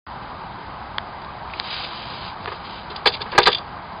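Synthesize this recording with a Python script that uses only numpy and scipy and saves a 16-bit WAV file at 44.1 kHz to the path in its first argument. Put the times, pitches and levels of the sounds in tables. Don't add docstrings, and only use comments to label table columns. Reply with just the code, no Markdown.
import sys
import numpy as np
from scipy import signal
from scipy.fft import rfft, irfft
from scipy.io import wavfile
from scipy.ndimage import uniform_filter1d

SR = 44100
rng = np.random.default_rng(int(sys.argv[2]) if len(sys.argv) > 2 else 0)


def to_wav(sig):
    pcm = np.clip(np.atleast_2d(sig), -1, 1) * 32767
    pcm = np.round(pcm).astype(np.int16)
    wavfile.write(sys.argv[1], SR, pcm.T)


N = 176400
T = np.arange(N) / SR
HIT_T = T[:SR // 2]

# t/s, ring/dB, ring tilt/(dB per octave), thud/dB, clack/dB, hold/s
KNOCK_CUES = [(2.474, -27, -1, -27.5, -42, 0.011), (2.517, -32, 10, -31, -49, 0.0078),
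              (2.9, -31, -21, -43, -38, 0.02), (3.058, -9, -0.5, -21.5, -12.5, 0.016),
              (3.073, -32, -23, -24, -10, 0.0019), (3.205, -31, -8.5, -35, -34, 0.015),
              (3.261, -35.5, 8.5, -31, -59, .003), (3.325, -37, 2, -28.5, -47, .015),
              (3.35, -24, -23, -25, -42.5, .01), (3.379, -0.5, 1.5, -9.5, -13.5, 0.01),
              (3.457, -25, -3.5, -21, -14, 0.011), (3.47, -3.5, 3.5, -14, -15.5, 0.014)]
# f/Hz, level/dB, t60/s
BODY_MODES = [(365, -4, .12), (414, -3, .15), (482, -2, .13), (598, -10, .08), (800, 1, .08),
              (890, -4, .07), (968, -2, .09), (1220, -2, .07), (1545, -9, .06), (1624, -2, .055),
              (1675, -5, .055), (2060, -13, .045)]
# f/Hz, level/dB
THUD_EQ = [(20, -7), (130, -13), (290, -12.5), (350, -10.5), (460, 0.5), (560, -5.5), (680, -6),
           (870, -2.5), (1220, -2), (1420, -11.5), (1630, -0.5), (1850, -6.5), (3000, -14), (5000, -40)]
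# f/Hz, level/dB
CLACK_EQ = [(100, -22), (700, -7), (1500, -5.5), (2200, -5), (2750, -2.5), (2930, -13), (3130, 3.5),
            (3250, -12), (3480, 6.5), (3900, -5.5), (4110, 7.5), (4260, -4.5), (4580, 1.5), (4790, 2.5),
            (4880, -7.5), (5200, 9)]
# t/s, scrape/dB, hold/s, ring/dB, scrape tilt/(dB per octave)
CHINK_CUES = [(1.216, -42, .006, -45, 0), (1.246, -41.5, .003, -50, 0), (1.499, -38, .003, -54, -15),
              (1.534, -40, 0.0059, -54, -10), (2.96, -29, 0.0054, -35, 6), (3.083, -22, 0.0053, -32, 22),
              (3.097, -27.5, .006, -35, 6), (3.119, -32, 0.016, -40, 4), (3.137, -26.5, .016, -31, -1.5),
              (3.165, -36.5, 0.01, -38, -1), (3.217, -26, 0.0067, -33, 4), (3.318, -32, 0.0053, -40, -1),
              (3.401, -24, 0.0033, -34, 9), (3.416, -26, .008, -31, -9), (3.429, -18.5, .012, -23, 5.5),
              (3.496, -31, 0.015, -22, 0), (3.516, -24.5, 0.01, -25, -1), (3.529, -20.5, 0.0039, -18, 0),
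              (3.547, -22, .004, -13, 1), (3.57, -37, .003, -27, 0), (3.582, -31, 0.0056, -30.5, 8)]
# f/Hz, level/dB, t60/s
METAL_MODES = [(2830, -11, .13), (3138, -6, .17), (3330, -5, .09), (3395, 0, .15), (3498, -3, .12),
               (3590, -2, .13), (4020, -12, .1), (4579, -7, .12), (4653, -7, .14), (4792, -7, .12)]
# f/Hz, level/dB
SCRAPE_EQ = [(200, -11.5), (1000, -18), (2000, -7.5), (2400, -2), (2520, -5), (2800, -1.5), (2930, -8),
             (3130, -5), (3450, -0.5), (3620, 6.5), (3780, -6.5), (4050, 0.5), (4250, -6.5), (4650, 2),
             (5200, -10.5)]
# t/s, level/dB, lower f/Hz, upper f/Hz, upper vs lower/dB, t60/s
TICK_CUES = [(0.9833, -8.5, 990, 3280, -1.5, 0.0067), (.9842, -14, 1700, 1850, -4.5, 0.0086),
             (1.537, -27, 2220, 2500, 4, 0.023), (1.5993, -9, 2000, 3970, 7, 0.0022),
             (2.459, -11, 1150, 2580, -15, 0.0058)]
# t/s, level/dB
RUSTLE_FADER = [(1.47, -51), (1.58, -41.5), (1.64, -36), (1.70, -32.5), (1.74, -28.5), (1.80, -32),
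                (1.84, -30), (1.87, -36.5), (2.02, -36), (2.21, -39), (2.28, -37), (2.36, -52),
                (2.43, -44.5), (2.48, -41.5), (2.55, -42), (2.62, -49), (2.66, -40), (2.80, -43),
                (2.86, -49), (2.92, -46), (2.98, -45), (3.02, -49.5), (3.28, -47.5), (3.35, -39.5),
                (3.58, -49), (3.70, -52)]
# f/Hz, level/dB
RUSTLE_EQ = [(200, -26), (440, -19.5), (520, -5.5), (580, -11), (1400, -5.5), (2000, -8), (2300, -2.5),
             (2450, -3.5), (2750, -3), (2900, -3.5), (2980, 1), (3030, -2.5), (3100, 2.5), (3250, -1.5),
             (3450, -3), (3850, 0), (4500, -3), (5200, 0)]
# delay/s, level/dB
REFLECTIONS = [(.0043, -14.5), (.0081, -15), (.0135, -17)]
# f/Hz, level/dB
HISS_EQ = [(15, -28), (25, -11), (45, -4), (65, 0.5), (85, -1.5), (110, -2.5), (160, -3), (210, -3.5),
           (270, -9), (380, -8), (450, -11), (570, -8.5), (700, -3.5), (830, 1), (980, 0.5), (1130, -3),
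           (1230, -2.5), (1400, -9), (1600, -6.5), (1720, -13), (2000, -14), (2760, -22.5), (4900, -28.5)]

KNOCK_RISE_S, THUD_T60_S, CLACK_T60_S = 0.001512, 0.073, 0.051
RING_RISE_CYCLES = 3.43
SCRAPE_RISE_S, SCRAPE_T60_S = .001, .025
DAMP_DB, DAMP_S = -12.5, 0.0061
RUSTLE_GRAIN_DB, GRAIN_S = 2, 0.0037
CABIN_DB, CABIN_T60_S = -21.5, 0.19
HISS_DB, HISS_PATCH_DB = -34.5, 1
MIC_OPEN_S, CLIP_CEILING = 0.066, .7
BAND_HZ, EDGE_HZ = 5030, 15900
SHELF_HZ, TREBLE_DB = 8300, -7


def knocks():
    out = np.zeros(N)
    for s, ring_db, tilt_db, thud_db, clack_db, hold in KNOCK_CUES:
        add(out, s, amp(ring_db) * ring(BODY_MODES, tilt_db))
        add(out, s, amp(thud_db) * burst(THUD_EQ, KNOCK_RISE_S, hold, THUD_T60_S))
        clack = burst(CLACK_EQ, 2 * KNOCK_RISE_S, hold, CLACK_T60_S)
        add(out, s - KNOCK_RISE_S, amp(clack_db) * clack)
    return out


def chinks():
    out = np.zeros(N)
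    choke = amp(DAMP_DB) + (1 - amp(DAMP_DB)) * np.exp(-HIT_T / DAMP_S)
    for s, scrape_db, hold, ring_db, tilt_db in CHINK_CUES:
        add(out, s, amp(scrape_db) * burst(SCRAPE_EQ, SCRAPE_RISE_S, hold, SCRAPE_T60_S, tilt_db))
        add(out, s, amp(ring_db) * choke * ring(METAL_MODES))
    return out


def ticks():
    out = np.zeros(N)
    turn = 2 * np.pi * HIT_T
    for s, db, low_hz, high_hz, high_db, t60 in TICK_CUES:
        modes = np.cos(turn * low_hz) + amp(high_db) * np.cos(turn * high_hz)
        add(out, s, -amp(db - 60 * HIT_T / t60) * modes)
    return out


def rustle():
    grain = unit(uniform_filter1d(rng.standard_normal(N), round(GRAIN_S * SR)))
    friction = rng.standard_normal(N) * amp(RUSTLE_GRAIN_DB * grain)
    fader = amp(np.interp(T, *np.transpose(RUSTLE_FADER)))
    return fader * colour(friction, RUSTLE_EQ)


def cabin(x):
    tail = rng.standard_normal(len(HIT_T)) * amp(-60 * HIT_T / CABIN_T60_S)
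    tail *= HIT_T > .004
    return x + amp(CABIN_DB) * signal.fftconvolve(x, tail / np.linalg.norm(tail))[:N]


def reflect(x):
    out = x.copy()
    for delay, db in REFLECTIONS:
        add(out, delay, amp(db) * x)
    return out


def hiss_bed():
    bands = signal.stft(rng.standard_normal(N), nperseg=1024)[2]
    patches = uniform_filter1d(rng.standard_normal(bands.shape), size=8, axis=0)
    patches = unit(uniform_filter1d(patches, size=7, axis=1))
    hiss = signal.istft(bands * amp(HISS_PATCH_DB * patches))[1][:N]
    return amp(HISS_DB) * colour(hiss, HISS_EQ)


def ring(modes, tilt_db=0):
    hz, db, t60 = np.transpose(modes)[:, :, None]
    gain = amp(db + tilt_db * np.log2(hz))
    attack = np.minimum(hz * HIT_T / RING_RISE_CYCLES, 1)
    waves = np.sin(2 * np.pi * (hz * HIT_T + rng.random(hz.shape))) * amp(-60 * HIT_T / t60)
    return (attack * gain * waves).sum(0) / np.sqrt((gain ** 2).sum() / 2)


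def burst(eq, rise, hold, t60, tilt_db=0):
    attack = np.minimum(HIT_T / rise, 1)
    decay = amp(-60 * np.maximum(HIT_T - hold, 0) / t60)
    return attack * decay * colour(rng.standard_normal(len(HIT_T)), eq, tilt_db)


def colour(x, eq, tilt_db=0):
    octave = np.log2(np.fft.rfftfreq(len(x), 1 / SR) + 1)
    hz, db = np.transpose(eq)
    curve_db = np.interp(octave, np.log2(hz), db)
    curve_db += tilt_db * np.clip(octave, np.log2(2000), np.log2(BAND_HZ))
    in_band = (octave > 4) & (octave < np.log2(BAND_HZ))
    return unit(irfft(rfft(x) * amp(curve_db) * in_band, len(x)))


def low_pass(x, hz):
    taps = signal.firwin(801, hz, window=("kaiser", 9), fs=SR)
    return signal.oaconvolve(x, taps[None], "same")


def amp(db):
    return 10 ** (np.asarray(db) / 20)


def unit(x):
    return x / np.sqrt(np.mean(x ** 2) + 1e-20)


def add(mix, s, sound):
    part = mix[max(round(s * SR), 0):][:len(sound)]
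    part += sound[:len(part)]


def scene():
    return (cabin(knocks() + chinks()) + ticks() + reflect(rustle()) + hiss_bed())[None]


def record(dry):
    narrow = low_pass(dry * (T > MIC_OPEN_S), BAND_HZ)
    clipped = narrow / (1 + (narrow / CLIP_CEILING) ** 20) ** (1 / 20)
    lows = low_pass(clipped, SHELF_HZ)
    treble = clipped - lows
    return low_pass(lows + amp(TREBLE_DB) * treble, EDGE_HZ)


dry = scene()
out = record(dry)
to_wav(out)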